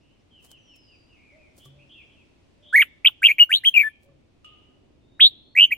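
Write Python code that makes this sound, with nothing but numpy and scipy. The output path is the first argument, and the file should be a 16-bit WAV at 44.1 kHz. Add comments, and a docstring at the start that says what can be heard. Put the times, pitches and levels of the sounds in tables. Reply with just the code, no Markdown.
"""Caged bulbul in a garden.

A red-whiskered bulbul sings short phrases close by: a nearly pure syrinx tone with a fast warble,
a raspy edge shaped by the beak, and quick echoes off its wooden cage. Before and between phrases
it hops, wings rustling and perch thudding. Other birds whistle further off and something hard is
knocked once. A far engine putters near the end; traffic rumble and faint hiss lie under it all."""
import sys
import numpy as np
from scipy import signal
from scipy.fft import rfft, irfft
from scipy.io import wavfile
from scipy.ndimage import uniform_filter1d, minimum_filter1d

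SR = 44100
rng = np.random.default_rng(int(sys.argv[2]) if len(sys.argv) > 2 else 0)


def store_wav(level_fs):
    """Save 16-bit WAV to argv[1]."""
    pcm = np.round(np.clip(np.atleast_2d(level_fs), -1, 1) * 32767)
    wavfile.write(sys.argv[1], SR, pcm.T.astype(np.int16))


N = 254456
TIME = np.arange(N) / SR
CUTOFF_HZ = 16000

# Song notes: start_s, length_s, level_db, attack_s, release_s, warble_hz, depth_hz, pitch_path_hz
SONG_NOTES = [ (2.7256, .066, -9.5, .031, .009, 122, 39, (1353, 1650, 1799, 2266, 2174, 1737)),
              (2.7848, .048, -10.5, .007, 0.022, 108, 49, (1870, 2196, 2298, 1977, 1125)),
              (2.8136, 0.025, -12.5, .01, 0.019, 270, 340, (3150, 2100)),
              (3.0446, .041, -9, 0.01, 0.006, 88, 348, (2275, 2402, 2973, 3084, 2830)),
              (3.085, .013, -33.5, 0.013, .01, 100, 102, (2030, 570)),
              (3.2188, .06, -7.5, 0.038, .007, 109, 280, (1450, 1594, 2378, 2518, 2755, 3028, 2923, 2470)),
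              (3.2784, 0.048, -15.5, .006, .01, 215, 140, (2604, 2244, 2165, 2320, 2570)),
              (3.3819, 0.019, -19.5, .004, .005, 185, 299, (2150, 2530)),
              (3.3945, 0.05, -6.5, .008, 0.016, 120, 21, (2890, 2894, 2840, 3000)),
              (3.492, 0.1, -11, 0.06, .063, 93, 350, (1428, 1687, 2578, 3080, 3503, 3873, 3979)),
              (3.6352, .066, -11, 0.03984, .018, 93, 116, (1650, 2168, 3390, 3088, 3244, 3120, 3210)),
              (3.7375, .027, -18.5, .007, 0.0022, 104, 182, (2650, 2580)),
              (3.7606, .033, -10, 0.00699, 0.014, 122, 26, (2490, 2390, 2240)),
              (3.7896, .051, -14, .003, 0.033, 112, 140, (2428, 2377, 2162, 2260)),
              (3.8311, 0.063, -24.5, 0.0068, 0.018, 108, 35, (1755, 1753)),
              (5.1945, 0.093, -8, 0.023, 0.029, 278, 225, (1253, 3213, 3314, 3354, 3503, 3757, 4055)),
              (5.5505, .114, -9, 0.044, 0.025, 93, 228, (1795, 2278, 2431, 2820, 2937, 2896, 2850)),
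              (5.7056, 0.037, -14.5, 0.024, .018, 128, 33, (2104, 1933, 2570, 2250, 2290)), ]
# Head poses: from_s, bright_db, beak_hz, pan_left_db, lead_scale, garden_db
HEAD_POSES = [ (2.6, 2, 13060, -1, .95, -8.5), (2.95, 1.5, 12520, 0, 1.07, -7.5),
              (3.15, 3, 11520, 0.6, 1.1, -5.5), (3.35, 0, 14400, 1.8, 1.12, -7.5),
              (3.46, 5.5, 11200, 1.5, 1.25, -1.5), (3.6, 5, 9910, 1.5, 1.37, 0),
              (3.71, -0.5, 13250, 6, 1.85, -5), (5, -0.5, 8830, -0.5, 1.03, -4),
              (5.4, -1.5, 9300, -.8, 0.92, -1.5), (5.68, 0.5, 14100, -.8, 0.85, -1.5), ]
# Phase lead of the left channel: freq_hz, lead_rad
LEFT_LEAD = [(300, .1), (1400, .5), (2300, 0.54), (3000, 1.3), (3900, 2.48), (5000, 5.4), (6400, .1),
             (16000, .05)]
# Syrinx overtones and half-order partials: pitch_ratio, gain_db
SONG_PARTIALS = [(.5, -54.5), (1.5, -57.5), (2, -49), (3, -47), (4, -49.5), (5, -42.5), (6, -39.5),
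                 (7, -51.5)]
# Rasp spectrum: freq_hz, gain_db
RASP_SPECTRUM = [(700, -13), (1500, -1), (3500, 3.5), (4400, -16), (5200, -21), (6800, -7.5), (8000, -10),
                 (9500, -4), (12500, -2.5), (14800, -2), (16000, -8.5)]


def bulbul(jitter_hz=8, jitter_share=.23, crest_share=.25, blur_rad=.092, rasp_db=-51, edge_power=.75,
           clean_below_hz=1300, warble_onset_span_hz=1050, throb_scale_hz=370):
    """Syrinx tone, warbling in pitch and loudness. Returns tone, bright edge and garden send."""
    tone, bright, thrown = np.zeros((2, N)), np.zeros((2, N)), np.zeros(N)
    rasp = from_db(rasp_db) * noise(RASP_SPECTRUM, [(700, .6), (16000, .7)])[0]
    wander, blur = drift(900, N), blur_rad * drift(1200, N)
    for start, length, level_db, attack, release, warble_hz, depth_hz, pitches in SONG_NOTES:
        pose = [row for row in HEAD_POSES if row[0] <= start + length / 2][-1]
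        _, bright_db, beak_hz, pan_db, lead_scale, garden_db = pose
        on = (TIME >= start) & (TIME <= start + length)
        age = TIME[on] - start
        pitch = np.interp(age, np.linspace(0, length, len(pitches)), pitches)
        depth = depth_hz * np.clip((pitch - clean_below_hz) / warble_onset_span_hz, 0, 1)
        cycle = 2 * np.pi * warble_hz * age
        warbled = pitch + depth * (-.74 * np.cos(cycle) + crest_share * np.cos(2 * cycle))
        jitter = (jitter_hz + jitter_share * depth) * wander[on]
        phase = 2 * np.pi * np.cumsum(warbled + jitter) / SR
        throb = np.tanh(depth / throb_scale_hz)
        tremolo = (1 - throb * np.cos(cycle)) / np.sqrt(1 + throb ** 2 / 2)
        level = from_db(level_db) * envelope(age, length, attack, release) * tremolo
        lead_rad = lead_scale * at_hz(LEFT_LEAD, warbled)
        whistle = np.sqrt(2) * level * np.sin([phase + lead_rad, phase])
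        partials = sum(from_db(db) * np.sin(ratio * (phase + blur[on])) * (ratio * pitch < CUTOFF_HZ)
                       for ratio, db in SONG_PARTIALS)
        # The edge grows more slowly than the tone.
        edge = from_db(bright_db) * np.abs(level) ** edge_power * (partials + rasp[on])
        tone[:, on] += from_db(np.array([[pan_db], [-pan_db]]) / 2) * whistle
        bright[:, on] += beak(edge, beak_hz)
        thrown[on] += from_db(garden_db) * whistle[1]
    return tone, bright, thrown


def envelope(age_s, length_s, attack_s, release_s, edge_db=-29, fade_s=.002):
    """Note gain: swells from edge_db, holds, sinks back."""
    opening = np.clip(1 - age_s / attack_s, 0, 1) ** 2
    closing = np.clip(1 - (length_s - age_s) / release_s, 0, 1) ** 2
    fade = np.clip(np.minimum(age_s, length_s - age_s) / fade_s, 0, 1)
    return from_db(edge_db * (opening + closing)) * fade


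# Throat response: freq_hz, gain_db
THROAT_RESPONSE = [(4200, 0), (4600, -9.5), (5100, -22.5)]


def throat(tone):
    """The throat passes the tone and little above it."""
    hz = np.arange(N // 2 + 1) * SR / N
    return irfft(rfft(tone) * from_db(at_hz(THROAT_RESPONSE, hz)), N)


# Beak notch just above the tone: freq_hz, gain_db
BEAK_NOTCH = [(4300, 3), (5100, -11.5), (6300, -0.5)]


def beak(x, centre_hz, peak_db=8, width_hz=2200, ripple_db=5.5, ripple_hz=450):
    """The open beak favours one treble band; cage bars ripple the spectrum, anew for each note."""
    hz = np.arange(len(x) + 1) * SR / (2 * len(x))
    ripple = np.interp(hz, np.arange(100) * ripple_hz, rng.standard_normal(100))
    resonance_db = peak_db / (1 + (2 * (hz - centre_hz) / width_hz) ** 2)
    gain_db = resonance_db + ripple_db * ripple + at_hz(BEAK_NOTCH, hz)
    return irfft(rfft(x, 2 * len(x)) * from_db(gain_db))[:len(x)]


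# Echoes off roof, tray and ground: delay_s, left_db, right_db
CAGE_ECHOES = [(.0021, -18, -22), (.0047, -14, -14), (.0083, -20.5, -20)]


def cage(x):
    """Nearby wood and ground return the song a few milliseconds late."""
    out = x.copy()
    for delay_s, left_db, right_db in CAGE_ECHOES:
        for channel, db in enumerate((left_db, right_db)):
            out[channel] += from_db(db) * np.interp(TIME - delay_s, TIME, x[channel], left=0)
    return out


# Wing flicks: peak_s, width_s, gain_db
WING_FLICKS = [(0.449, 0.014, -51.5), (0.516, 0.0076, -51.5), (0.763, 0.0056, -59), (1.585, 0.0099, -49.5),
               (1.658, 0.013, -55), (4.035, .018, -67.5)]
# Feather spectrum: freq_hz, gain_db
FEATHER_SPECTRUM = [(150, -6), (500, 9), (1100, -1), (2000, -7), (5000, -1), (9000, 0.5), (14000, -5),
                    (16000, -2.5)]


def wings(flutter_db=4, trim_db=-3.5, swell_widths=1.1, fade_widths=1.4, tick_db=2, tick_s=.0015):
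    """Feathers swell to a tick and rustle away."""
    puffs = 0
    for peak_s, width_s, db in WING_FLICKS:
        age = TIME - peak_s
        rustle = np.exp(-np.abs(age) / (width_s * np.where(age < 0, swell_widths, fade_widths)))
        tick = from_db(tick_db) * np.exp(-np.abs(age) / tick_s)
        puffs += from_db(db) * (rustle + tick)
    flutter = from_db(flutter_db * drift(700, N) + trim_db)
    return puffs * flutter * noise(FEATHER_SPECTRUM, [(150, .2), (16000, .17)])


# Feet landing: start_s, gain_db
FOOT_LANDINGS = [(.512, -69), (1.615, -88), (1.658, -49.5), (4.09, -60.5)]
# Perch modes: freq_hz, gain_db, t60_s
PERCH_MODES = [(138, 2.5, 0.83), (266, -37, .15), (388, -8, 0.16), (1153, -4.5, 0.081)]


def perch():
    """The perch thuds as the feet land."""
    return strike(FOOT_LANDINGS, PERCH_MODES)


# Falling slurs of a second bulbul: start_s, length_s, pitch_hz, gain_db
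SLURS = [(.305, 0.11, 3260, -56.5), (.48, .105, 3227, -55), (.665, 0.093, 3187, -56),
         (.863, .1, 3023, -59.5), (1.084, 0.089, 2973, -60.5), (1.244, 0.12, 2480, -59.5),
         (1.373, 0.12, 2613, -61), (1.94, .09, 2845, -51), (2.147, 0.094, 2840, -62.5)]
# Buzzy rising chirps: start_s, length_s, pitch_hz, gain_db
CHIRPS = [(0, .16, 2900, -70), (1.156, .13, 2400, -63), (1.593, .085, 3330, -56.5),
          (1.785, .057, 2640, -58), (1.892, .069, 3280, -51), (2.093, .066, 3190, -64),
          (2.623, .18, 3490, -53.5)]
# Long thin whistles: start_s, length_s, first_hz, middle_hz, last_hz, gain_db
WHISTLES = [(0.569, .5, 6270, 5100, 4750, -66), (5.002, 0.65, 3605, 3960, 4660, -68.5)]
# Soft arching hoots: start_s, length_s, pitch_hz, gain_db
SOFT_HOOTS = [(1.319, .11, 635, -58), (1.657, .24, 585, -69.5), (2.567, .16, 605, -66.5),
              (4.022, .13, 560, -64)]


def far_birds(trim_db=-1, tsip_every_s=.1865, tsips_until_s=2.7):
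    """Five kinds of distant call, each with its own pitch bend, trailing garden echoes."""
    calls = sum(glide(s, length, hz * np.array([.98, .935, .79]), db, depth_hz=85, lateness=1.3)
                for s, length, hz, db in SLURS)
    calls += sum(glide(s, length, hz * np.array([.94, .98, 1.01]), db, depth_hz=.06 * hz)
                 for s, length, hz, db in CHIRPS)
    calls += sum(glide(s, length, path_hz, db, depth_hz=60, lateness=1.34)
                 for s, length, *path_hz, db in WHISTLES)
    calls += sum(glide(s, length, hz * np.array([.86, 1, .89]), db, depth_hz=20)
                 for s, length, hz, db in SOFT_HOOTS)
    # A small bird repeats a thin upsweep.
    calls += sum(glide(s, length_s=.04, path_hz=(4900, 5500, 6500), gain_db=-81.5, depth_hz=90)
                 for s in np.arange(0, tsips_until_s, tsip_every_s))
    echoes = from_db(-6) * scatter(calls, t60_s=.65, top_hz=7000, delay_s=.006)
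    return from_db(trim_db) * (calls + echoes)


def glide(start_s, length_s, path_hz, gain_db, depth_hz, lateness=1, warble_hz=105):
    """Warbling whistle bent through three pitches; lateness over 1 delays its swell."""
    out, on = np.zeros(N), (TIME >= start_s) & (TIME < start_s + length_s)
    age = TIME[on] - start_s
    pitch = np.polyval(np.polyfit([0, .5, 1], path_hz, 2), age / length_s)
    pitch += depth_hz * (np.sin(2 * np.pi * warble_hz * age) + .5 * drift(440, len(age)))
    swell = np.sqrt(2 * np.abs(np.sin(np.pi * (age / length_s) ** lateness)))
    out[on] = from_db(gain_db) * swell * np.sin(2 * np.pi * np.cumsum(pitch) / SR)
    return out


# Knock resonances: centre_hz, width_hz, level_db, t60_s
KNOCK_BANDS = [(1231, 50, -56, 0.78), (2903, 170, -50, 0.89), (2930, 740, -56.5, 0.84),
               (6140, 5000, -63.5, .12)]


def knock(start_s=4.445):
    """A distant hard knock; garden echoes smear its resonances into noise bands."""
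    age = np.maximum(TIME - start_s, 0)
    ring = 0
    for hz, width_hz, db, t60_s in KNOCK_BANDS:
        resonance = band(rng.standard_normal((2, N)), hz - width_hz / 2, hz + width_hz / 2)
        ring += rms_one(resonance) * from_db(db - 60 * age / t60_s)
    return (age > 0) * ring


# Exhaust modes: freq_hz, gain_db, t60_s
EXHAUST_MODES = [(90, -10, .05), (258, -3, .07), (335, -4, .06)]


def engine(start_s=4.618, beat_hz=13.9, gain_db=-53, uneven_db=2):
    """Slow beats of uneven strength ring a far engine's exhaust."""
    beats_s = np.arange(start_s, TIME[-1], 1 / beat_hz)
    return strike([(s, gain_db + uneven_db * rng.standard_normal()) for s in beats_s], EXHAUST_MODES)


# Traffic spectrum: freq_hz, gain_db
TRAFFIC_SPECTRUM = [(25, -9), (55, -2), (100, -2.5), (170, -9.5), (300, -4.5), (450, -14), (600, -14.5),
                    (1000, -26), (2000, -41), (16000, -80)]
# Traffic course: time_s, level_db
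TRAFFIC_LEVELS = [(0, -61.5), (1.0, -60.5), (1.8, -59), (3.0, -61), (3.9, -64), (4.05, -60), (4.35, -61),
                  (4.7, -58.5), (5.77, -60.5)]
# Garden hiss spectrum: freq_hz, gain_db
HISS_SPECTRUM = [(300, -3), (1000, -1), (1600, -4), (2600, 0.5), (3600, -4.5), (5000, -8.5), (9000, -16.5),
                 (12500, -29), (16000, -36.5)]
# Garden hiss course: time_s, level_db
HISS_LEVELS = [(0, -71.5), (1.35, -68.5), (2.4, -68.5), (4.0, -73.5), (4.6, -71), (5.77, -76.5)]
# Left-right likeness of both: freq_hz, correlation
TOWN_CORRELATION = [(30, 0.17), (120, .8), (300, 0.11), (800, 0.034), (16000, 0.089)]


def town(waver_db=.2):
    """Far traffic rumbles, wavering slightly, under the faint hiss of the garden."""
    rumble_db = np.interp(TIME, *np.transpose(TRAFFIC_LEVELS)) + waver_db * drift(12, N)
    rumble = from_db(rumble_db) * noise(TRAFFIC_SPECTRUM, TOWN_CORRELATION)
    hiss_db = np.interp(TIME, *np.transpose(HISS_LEVELS))
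    return rumble + from_db(hiss_db) * noise(HISS_SPECTRUM, TOWN_CORRELATION)


def strike(blows, modes):
    """Each blow (start_s, gain_db) rings the same modes (freq_hz, gain_db, t60_s)."""
    clicks = np.zeros(N)
    for start_s, db in blows:
        clicks[min(int(start_s * SR), N - 1)] += from_db(db)
    t = TIME[:SR]
    ring = sum(from_db(db - 60 * t / t60_s) * np.sin(2 * np.pi * hz * t) for hz, db, t60_s in modes)
    return signal.fftconvolve(clicks, ring)[:N]


def scatter(x, t60_s, top_hz, delay_s):
    """Dense decaying reflections, different on each side; unit power gain."""
    t = TIME[:SR]
    tail = band(rng.standard_normal((2, SR)), 300, top_hz) * from_db(-60 * t / t60_s) * (t > delay_s)
    tail /= np.sqrt(np.sum(tail ** 2, axis=1, keepdims=True) + 1e-20)
    return signal.fftconvolve(np.atleast_2d(x), tail, axes=1)[:, :N]


def noise(spectrum, correlation):
    """Stereo noise of given spectrum and left-right correlation; rms 1."""
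    hz = np.arange(N // 2 + 1) * SR / N
    alike = np.clip(at_hz(correlation, hz), -1, 1)
    mid, side = rfft(rng.standard_normal((2, N))) * from_db(at_hz(spectrum, hz))
    return rms_one(irfft(np.sqrt(1 + alike) * mid + np.sqrt(1 - alike) * side * [[1], [-1]], N))


def drift(rate_hz, size):
    """Random wander of spread about 1."""
    steps = np.arange(size) * rate_hz / SR
    count = int(steps[-1]) + 2
    return np.interp(steps, np.arange(count), rng.standard_normal(count))


def band(x, low_hz, high_hz):
    """Gentle band-pass."""
    edges_hz = [max(low_hz, 20), min(high_hz, .45 * SR)]
    return signal.sosfilt(signal.butter(2, edges_hz, "band", fs=SR, output="sos"), x)


def at_hz(points, hz):
    """Interpolate on a log-frequency axis."""
    freqs, values = np.transpose(points)
    return np.interp(np.log(np.maximum(hz, 1)), np.log(freqs), values)


def from_db(db):
    """Decibels to gain."""
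    return 10 ** (np.asarray(db) / 20)


def rms_one(x):
    """Scale to rms 1."""
    return x / np.sqrt(np.mean(x ** 2) + 1e-20)


def scene():
    """The song, scattered by bars, shrubs and garden, over the hops and the background."""
    tone, bright, thrown = bulbul()
    tone = throat(tone)
    bars = from_db(-2) * scatter(bright, t60_s=.088, top_hz=17100, delay_s=.00088)
    shrubs = from_db(-25) * scatter(tone, t60_s=.085, top_hz=9000, delay_s=.004)
    garden = from_db(-38) * scatter(thrown, t60_s=.65, top_hz=5000, delay_s=.02)
    song = cage(tone) + bright + bars + shrubs + garden
    return song + far_birds() + wings() + perch() + knock() + engine() + town()


def record(dry, ceiling=.95):
    """Fast peak limiter, then a steep low-pass."""
    allowed_gain = np.minimum(1, ceiling / (np.abs(dry).max(axis=0) + 1e-9))
    gain = uniform_filter1d(minimum_filter1d(allowed_gain, size=201), size=151)
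    return signal.sosfilt(signal.ellip(12, .1, 100, CUTOFF_HZ, fs=SR, output="sos"), dry * gain)


dry = scene()
out = record(dry)
store_wav(out)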